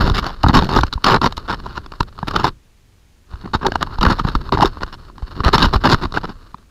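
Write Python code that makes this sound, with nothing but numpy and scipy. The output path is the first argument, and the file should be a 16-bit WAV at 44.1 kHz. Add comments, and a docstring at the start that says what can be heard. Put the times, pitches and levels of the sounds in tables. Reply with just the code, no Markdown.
"""Camera housing in ice chips

A camera in a plastic housing is pushed, twisted and bedded into loose ice chips on a frozen lake.
Chips grind, snap and creak against the shell, which rings and carries it all straight to the microphone.
The hand rubs and rocks the housing, lets go midway and grips again; the case lurches as the ice gives.
A faint hiss lies underneath, and the loudest knocks slam into a limiter."""
import sys
import numpy as np
from scipy import signal
from scipy.fft import rfft, irfft
from scipy.io import wavfile
from scipy.ndimage import uniform_filter1d, minimum_filter1d

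SR = 44100
rng = np.random.default_rng(int(sys.argv[2]) if len(sys.argv) > 2 else 0)


def inscribe(sig):
    """Save sig as 16-bit PCM at rate SR to the path in sys.argv[1].

    A 1-D sig is mono; a 2-D sig holds one channel per row.
    Samples are clipped to [-1, 1] before scaling.
    """
    pcm = np.round(np.clip(np.atleast_2d(sig).T, -1, 1) * 32767)
    wavfile.write(sys.argv[1], SR, pcm.astype(np.int16))


N = 295870
TIME = np.arange(N) / SR


def amp(db):
    """Decibels to gain."""
    return 10 ** (np.asarray(db) / 20)


def unit(x):
    """Scales to rms 1."""
    return x / np.sqrt(np.mean(x ** 2) + 1e-20)


def steadied(x):
    """Keeps the grit but rides the rms to 1 over a 20 ms window."""
    return x / np.sqrt(abs(uniform_filter1d(x ** 2, SR // 50)) + 1e-12)


def crest_one(x):
    """Scales a burst so that its loudest moment has rms 1."""
    return x / np.sqrt(uniform_filter1d(x ** 2, SR // 600).max())


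def eq_db(curve, hz):
    """Reads an EQ curve on a log-frequency axis."""
    f, db = np.transpose(curve)
    return np.interp(np.log(hz + 1), np.log(f), db)


def add(mix, s, sound):
    """Mixes a sound in at time s."""
    at = round(s * SR)
    sound = sound[max(-at, 0):]
    part = mix[max(at, 0):][:len(sound)]
    part += sound[:len(part)]


def band(x, hz, kind, order=3):
    """Causal Butterworth filter."""
    return signal.sosfilt(signal.butter(order, hz, kind, fs=SR, output="sos"), x)


def noise(curve):
    """Steady noise at rms 1, coloured by an EQ curve."""
    gain = amp(eq_db(curve, np.fft.rfftfreq(N, 1 / SR)))
    return unit(irfft(rfft(rng.standard_normal(N)) * gain, N))


def wander(n, hz):
    """Random modulator gliding through hz new values a second."""
    knots = rng.standard_normal(4096)
    return np.interp(np.arange(n) * hz / SR, np.arange(len(knots)), knots)


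def grains(n, per_s, spread_db, powder):
    """Tiny fractures of uneven size over the fine hiss of crushed powder."""
    size = amp(spread_db * np.minimum(rng.exponential(1, n), 3)) * rng.choice([-1, 1], n)
    fractures = size * (rng.random(n) < per_s / SR)
    return unit(fractures) + powder * rng.standard_normal(n)


# Resonances of the plastic wall: f/Hz, width/Hz, boost/dB
WALL_MODES = [(390, 60, 6), (798, 284, -4.5), (2920, 510, 10.5), (3700, 700, 11), (4054, 260, 2.5),
              (4380, 300, 5.5), (5240, 610, 8), (6900, 300, 7), (9570, 870, 3.5), (12080, 1300, 10.5)]
def wall_db(hz):
    """Each wall mode puts a bell-shaped boost or cut in the tone."""
    return sum(boost / (1 + (2 * (hz - f) / width) ** 2) for f, width, boost in WALL_MODES)


# Pressure envelope of the hand: t/s, level/dB
HAND_GRIP = [(0.0, -21), (0.35, -42.5), (0.74, -34), (0.89, -51), (1.65, -42), (2.1, -53.5), (2.44, -34.5),
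             (2.58, -85), (3.24, -84.5), (3.31, -49), (3.7, -44), (4.15, -37.5), (4.57, -40), (5.15, -51.5),
             (5.58, -34), (6.15, -40.5), (6.36, -48), (6.7, -65)]
def grip_db(s):
    """The hand bears on the housing, lets go in the middle and takes a new grip."""
    return np.interp(s, *np.transpose(HAND_GRIP))


# Tone of soft fingers on the hollow wall: f/Hz, gain/dB
FINGER_EQ = [(100, -7), (380, -1.5), (650, -2.5), (1150, 5.5), (1600, -1.5), (2200, -18.5), (2950, -21.5),
             (3450, -24.5), (4450, -13.5), (5300, -23), (6000, -29.5), (8500, -41.5), (12500, -41.5),
             (16000, -37.5)]
def rub(load, load_db=-26.5, clump_db=6.0):
    """Fingers and loose crumbs creep over the shell with a light crackle that follows the pressure."""
    pressure = np.hypot(amp(grip_db(TIME)), amp(load_db) * load)
    crumbs = grains(N, per_s=710, spread_db=6.5, powder=0.95) * amp(clump_db * wander(N, 70))
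    hz = np.fft.rfftfreq(N, 1 / SR)
    colour = amp(eq_db(FINGER_EQ, hz) + wall_db(hz))
    return unit(irfft(rfft(crumbs) * colour, N)) * pressure


# Low end of the flexing case: f/Hz, gain/dB
RUMBLE_EQ = [(8, -16), (25, -0.5), (55, -4.5), (100, -11), (180, -19), (380, -26), (700, -42), (2000, -74)]
def rocking(load, hand_db=10, load_db=-13, rest_db=-51.5, inertia_hz=12):
    """The housing rumbles as it flexes between hand and ice; its mass follows the load slowly."""
    rumble = noise(RUMBLE_EQ)
    steady = rumble / np.sqrt(uniform_filter1d(rumble ** 2, SR // 12) + 0.012)
    hand = amp(grip_db(TIME) + hand_db)
    pushed = amp(load_db) * band(load, inertia_hz, "lowpass", order=1)
    return steady * np.sqrt(hand ** 2 + pushed ** 2 + amp(rest_db) ** 2)


# Tone of the noise floor: f/Hz, gain/dB
HISS_EQ = [(76, -40.5), (130, -13.5), (974, -15), (2720, -17), (5960, -21), (6470, -20.5), (8070, -24.5),
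           (11400, -27), (14500, -32), (16000, -23)]
def hiss(level_db=-60.5):
    """A faint, even bed of hiss."""
    return amp(level_db) * noise(HISS_EQ)


# Bass bumps as the ice gives way under the shell: t/s, level/dB, f/Hz
CASE_LURCHES = [(0.008, -2, 183), (0.112, -3, 69), (0.442, 6, 101.4), (0.468, 1.5, 110), (0.495, -5, 83),
                (0.551, 10, 116), (0.619, -4, 113), (0.766, 3, 75), (0.836, -12.5, 64), (0.958, -7.5, 55),
                (2.007, -3, 170), (2.231, -8, 161), (3.339, -15.5, 56), (3.455, -37, 245), (3.552, -7, 70),
                (3.992, -6.5, 32.3), (4.069, -1.5, 72), (4.212, -8, 151), (4.251, 0, 165), (4.36, -5, 50),
                (4.547, -6, 100), (4.586, -9, 108), (4.84, -16, 42), (5.229, -10.5, 55), (5.406, -9, 75),
                (5.462, 4, 62), (5.668, -2, 62.4), (5.759, -0.5, 55), (5.884, -3, 159), (5.939, 0, 108),
                (6.052, -8.5, 60)]
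def lurch(s, db, hz, decay_cycles=0.52, rise_s=0.0013, trim_db=2, sway_hz=31.8, sway_s=0.029):
    """A push on the wall squeezes the air inside: one damped swing, then a sway in the bed of chips."""
    t = np.arange(SR // 4) / SR
    attack = 1 - np.exp(-t / rise_s)
    swing = np.exp(-hz * t / decay_cycles) * np.sin(2 * np.pi * hz * t)
    sway = amp(-19) * np.exp(-t / sway_s) * np.sin(2 * np.pi * sway_hz * t)
    return s - 0.1 / hz, amp(db + trim_db) * attack * (swing - sway)


# Boxy overall tone of the housing: f/Hz, gain/dB
SHELL_EQ = [(60, 4), (200, 2), (400, -6), (560, -7.5), (680, -3), (900, 5.5), (1400, 0), (1700, -8.5),
            (2200, -20), (3300, -25.5), (4500, -18.5), (6000, -29), (8500, -41.5), (15000, -51)]
def shell(x, contact_db, size=2048):
    """The housing rings; each point of contact favours its modes differently."""
    hz = np.fft.rfftfreq(size, 1 / SR)
    knots = np.linspace(0, np.sqrt(hz[-1]), size // 32)
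    favour = np.interp(np.sqrt(hz), knots, rng.standard_normal(len(knots)))
    db = eq_db(SHELL_EQ, hz) + wall_db(hz) + contact_db * favour
    log_gain = np.log(amp(np.r_[db, db[-2:0:-1]]))
    response = np.exp(np.conj(signal.hilbert(log_gain)))  # minimum phase: rings only after the push
    ring = np.fft.ifft(response).real
    return signal.fftconvolve(x, ring[:size // 2])[:len(x)]


# Featured snaps of ice on the shell: t/s, level/dB, ring f/Hz, treble/dB
ICE_KNOCKS = [(0.01, -7.5, 1220, -19.5), (0.078, -13, 1240, -13), (0.099, -13.5, 1070, -5),
              (0.266, -15, 1340, -7), (0.434, -19.5, 1340, 2), (0.441, 7, 840, -24), (0.465, -3, 860, -29),
              (0.486, -15.5, 1190, -0.5), (0.553, 11, 850, -7), (0.624, -11, 885, -13),
              (0.692, -13.5, 938, -14.5), (0.645, -36, 1050, 9), (0.765, 13, 900, -14.5),
              (0.789, -3, 860, -34), (0.811, -27.5, 1510, 6), (0.835, -2.5, 1040, -15),
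              (0.868, -46, 1350, 14), (0.929, -19.5, 1430, -7), (0.937, -23, 1230, 5),
              (0.979, -25, 1000, -29), (1.044, -6, 1220, -1.5), (1.066, -10.5, 1090, -1),
              (1.217, -11.5, 1030, -7), (1.325, -25.5, 1160, -0.5), (1.37, -33, 1340, 6),
              (1.379, -16.5, 1050, -7.5), (1.66, -25, 990, -20), (1.778, -14.5, 1410, -37),
              (1.921, -22.5, 1110, -12), (1.938, -28.5, 1130, -16), (2.007, -6.5, 910, -9),
              (2.031, -28, 1250, -6), (2.19, -24, 1000, -13), (2.23, -16.5, 960, -25),
              (2.283, -15.5, 1120, -5), (2.312, -21, 1230, -11), (2.363, -2, 1360, -10.5),
              (2.444, -3, 930, -14), (3.413, -38, 1550, -5.5), (3.477, -31.5, 1020, -18),
              (3.633, -17, 1100, -28), (3.667, -7, 1030, -5.5), (3.721, -14, 1590, -11),
              (3.757, -8.5, 836, -15.5), (3.828, -10.5, 1300, -5.5), (3.872, -25, 1070, -31),
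              (3.987, -19, 970, -14.5), (4.012, -14.5, 1000, -4.5), (4.031, -6, 1200, -6),
              (4.066, 1, 905, -17), (4.109, -12, 970, -11), (4.197, -10.5, 1290, -18),
              (4.25, -17.5, 1130, -36), (4.353, -3, 1240, -16), (4.492, -23, 1120, -11),
              (4.524, -3, 875, -17), (4.574, -12, 940, -27), (4.589, -16, 870, -25),
              (4.609, -8.5, 950, -11), (4.658, -16, 1220, 0), (4.772, -25, 1080, -36),
              (4.834, -14.5, 1470, -10.5), (5.1, -34, 1040, -27), (5.182, -32.5, 1040, -10.5),
              (5.224, -32, 840, -18), (5.405, -13, 1070, -19.5), (5.448, -15.5, 1210, -0.5),
              (5.582, -4.5, 1210, -6.5), (5.628, 4, 1570, 3.5), (5.742, -14, 1110, -14),
              (5.869, -11, 1070, -16), (5.946, -5, 1290, -16.5), (6.056, -14, 1060, -34),
              (6.124, -25, 1090, -3.5), (6.174, -9.5, 1530, -21), (6.303, -36, 1040, -15),
              (6.545, -22, 1020, -22.5)]
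def knock(s, db, hz, treble_db, swell_s=0.00085, crack_s=0.0013, crumbs_s=0.0044, thud_hz=270):
    """A chip gives way in a quick run of cracks; the wall swings a few cycles and the case thuds."""
    t = np.arange(-SR // 80, SR // 25) / SR
    burst = np.exp(-np.maximum(t, -1.2 * t) / crack_s)  # builds a little faster than it dies
    crumbs = amp(-21) * np.exp(-np.maximum(t, -2 * t) / crumbs_s)
    fractures = grains(len(t), per_s=5000, spread_db=3, powder=0.4)
    crack = shell(fractures * (burst + crumbs), contact_db=3)
    dull = amp(-2) * crest_one(band(crack, 1600, "lowpass"))
    sharp = amp(treble_db) * crest_one(band(crack, 2400, "highpass", order=4))
    age = np.maximum(t / (2 * swell_s) + 1, 0)
    ring = (age * np.exp(1 - age)) ** 2 * np.sin(2 * np.pi * hz * t)
    turns = np.maximum(t * thud_hz + 0.13, 0)
    thud = 2 * turns * np.exp(1 - 2 * turns) * np.sin(2 * np.pi * turns)
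    thud_db = -9.5 + 0.25 * (db + 10)  # hard snaps shake the whole case
    return s + t[0], amp(db) * (ring + amp(thud_db) * thud + dull + sharp)


def sliding_contact(x, contact_db, count=5):
    """The contact moves from chip to chip, crossfading between colours of the shell."""
    place = np.linspace(0, count - 1, len(x))
    fades = (np.cos(np.pi / 2 * np.clip(place - k, -1, 1)) for k in range(count))
    return sum(shell(x * fade, contact_db) for fade in fades)


# Short, gritty drags through the chips: t/s, swell/s, fade/s, level/dB, treble/dB, bass/dB
ICE_SCRAPES = [(0.02, 0.032, 0.06, -24.5, -7.5, 3), (0.138, 0.057, 0.0025, -19.5, 0, -4),
               (0.221, 0.022, 0.066, -25, -10.5, -8.5), (0.483, 0.0097, 0.019, -14.5, -17, 3),
               (0.532, 0.025, 0.04, -8.5, -8, 0.5), (0.612, 0.016, .045, -31, -3.5, 10.5),
               (0.688, 0.065, 0.0065, -18, -8.5, -1), (0.759, 0.014, 0.023, -18, -6, 1.5),
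               (1.05, 0.024, 0.052, -9.5, -9.5, -8.5), (1.11, 0.027, 0.036, -9.5, -13, -3),
               (1.22, 0.038, 0.017, -10.5, -10.5, -2.5), (1.478, 0.025, 0.046, -18.5, -11.5, -8.5),
               (1.63, 0.016, 0.11, -41.5, -7, -2), (1.753, .026, 0.0069, -27, -9.5, -23),
               (2.271, 0.014, 0.0049, -21.5, -7, -4), (2.334, 0.037, 0.0078, -18.5, -14.5, -1.5),
               (2.384, .014, 0.025, -20.5, -10, -6), (2.433, 0.019, 0.038, -17.5, -7.5, -3),
               (3.32, 0.018, 0.007, -39, -11, -2), (3.436, 0.025, 0.0067, -35, -13, 9.5),
               (3.533, 0.01, 0.016, -13, -10, -5), (3.611, 0.052, 0.023, -21, -18, -4.5),
               (3.807, 0.023, .004, -19, -11, -6), (3.869, 0.061, 0.029, -36.5, -28, -31),
               (4.011, 0.048, 0.022, -14.5, -11.5, .5), (4.082, 0.027, 0.026, -14.5, -10.5, -1),
               (4.179, 0.018, 0.013, -22, -9, -20), (4.266, 0.031, 0.0018, -19, -9.5, -2.5),
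               (4.521, 0.014, 0.024, -19, -10, 1.5), (4.572, 0.0049, 0.028, -32.5, -2, 13),
               (4.617, 0.0092, 0.01, -3.5, -12.5, -7.5), (4.646, 0.0034, 0.032, -21.5, -7.5, -12),
               (4.804, 0.016, 0.022, -28, -9.5, -2.5), (4.924, 0.0037, 0.024, -33.5, -3, -8),
               (5.361, 0.039, 0.017, -36, -8, 8.5), (5.435, 0.055, 0.0046, -12.5, -11.5, -3.5),
               (5.528, 0.011, 0.021, -3.5, -7.5, -4), (5.585, 0.059, 0.022, -13, -6.5, -2),
               (5.728, .008, 0.03, -14, -9.5, -4), (5.837, 0.012, 0.03, -8.5, -10, -4),
               (5.885, 0.044, 0.018, -12.5, -4.5, -0.5), (6.012, 0.024, 0.026, -22.5, -8.5, 0.5),
               (6.141, 0.036, 0.0084, -20.5, -9, -1.5), (6.23, 0.014, 0.015, -23.5, -12.5, -1.5),
               (6.275, 0.02, 0.017, -33.5, -12, 4)]
def scrape(s, swell_s, fade_s, db, treble_db, bass_db, slip_db=3, rise_s=0.00095, release_s=0.0055):
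    """Chips stick and slip along the shell: clumps of fractures under the force of the hand."""
    t = np.arange(SR // 8) / SR
    length = swell_s + fade_s
    arch_db = np.interp(t, [0, swell_s, length], [-10, 0, -6])
    release = np.exp(-np.maximum(t + release_s / 2 - length, 0) / release_s)
    force = amp(db + arch_db) * np.minimum(t / rise_s, 1) * release
    slips = amp(slip_db * wander(len(t), 260))
    coarse = grains(len(t), per_s=850, spread_db=3.8, powder=0.25) * slips
    fine = grains(len(t), per_s=550, spread_db=5, powder=0.25) * slips  # too small to swing the wall
    grind = sliding_contact(coarse, contact_db=3)
    splinters = sliding_contact(0.7 * coarse + fine, contact_db=3.8)
    brittle_db = -0.12 * arch_db  # a light touch splinters, a heavy one grinds
    body = steadied(band(grind, [560, 2300], "bandpass"))
    treble = steadied(band(splinters, 1900, "highpass", order=4)) * amp(treble_db + brittle_db)
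    bass = steadied(band(grind, [110, 470], "bandpass")) * amp(bass_db + 1)
    return s, force * (body + treble + bass)


def ticks(per_s=5, over_grip_db=12, spread_db=10.5, ring_hz=1130):
    """Small chips snap at random, as hard as the hand presses; the higher ones are also brighter."""
    out = np.zeros(N)
    draws = rng.uniform(-1, 1, (int(per_s * N / SR), 3))
    for k, (place, size, colour) in enumerate(draws):
        s = (k + (1 + place) / 2) / per_s
        db = grip_db(s) + over_grip_db + spread_db * size
        add(out, *knock(s, db, ring_hz * (1 + 0.3 * colour), treble_db=-13 + 5 * colour))
    return out


# Pitched clinks and creaks of wedged chips: t/s, length/s, f/Hz, level/dB
WEDGE_CREAKS = [(0.927, 0.0047, 3820, -21), (2.44, 0.035, 833, -23), (3.631, 0.071, 386, -24),
                (3.65, 0.016, 815, -16.5), (4.52, 0.017, 930, -24), (4.571, 0.039, 806, -21.5),
                (4.625, 0.014, 817, -9.5), (4.639, 0.038, 385, -17.5)]
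def creak(s, length_s, hz, db, waver=0.038, rough_db=9.5):
    """Fast slips of a wedged chip keep one mode ringing, unevenly."""
    n = int(max(length_s, 0.005) * SR)
    pitch = hz * (1 + waver * wander(n, 282))
    tone = np.sin(2 * np.pi * np.cumsum(pitch) / SR)
    roughness = amp(rough_db * wander(n, 290))
    return s, amp(db) * unit(tone * roughness * signal.windows.tukey(n, 0.4))


def strain(contacts, ease_s=0.014, exponent=0.96):
    """Envelope follower: each contact loads the housing at once, and the load eases afterwards."""
    keep = np.exp(-1 / (ease_s * SR))
    power = signal.lfilter([1 - keep], [1, -keep], contacts ** 2)
    return np.sqrt(power) ** exponent


def scene():
    """Ice meets the housing; the hand and those contacts make it rub and rock, over a faint hiss."""
    contacts, lurches = np.zeros((2, N))
    for source, cues in (scrape, ICE_SCRAPES), (knock, ICE_KNOCKS), (creak, WEDGE_CREAKS):
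        for cue in cues:
            add(contacts, *source(*cue))
    for cue in CASE_LURCHES:
        add(lurches, *lurch(*cue))
    load = strain(contacts)
    return (contacts + lurches + rub(load) + rocking(load) + hiss() + ticks())[None]


def record(dry):
    """A fast limiter holds the peaks at full scale; a steep high cut follows."""
    window = SR // 500  # 2 ms
    gain = minimum_filter1d(1 / np.maximum(abs(dry[0]), 1), window)
    limited = dry * uniform_filter1d(gain, window)
    edge_fades = signal.windows.tukey(N, 0.001)
    high_cut = signal.firwin(255, 15500, window=("kaiser", 9), fs=SR)
    return signal.oaconvolve(limited * edge_fades, high_cut[None], "same")


dry = scene()
out = record(dry)
inscribe(out)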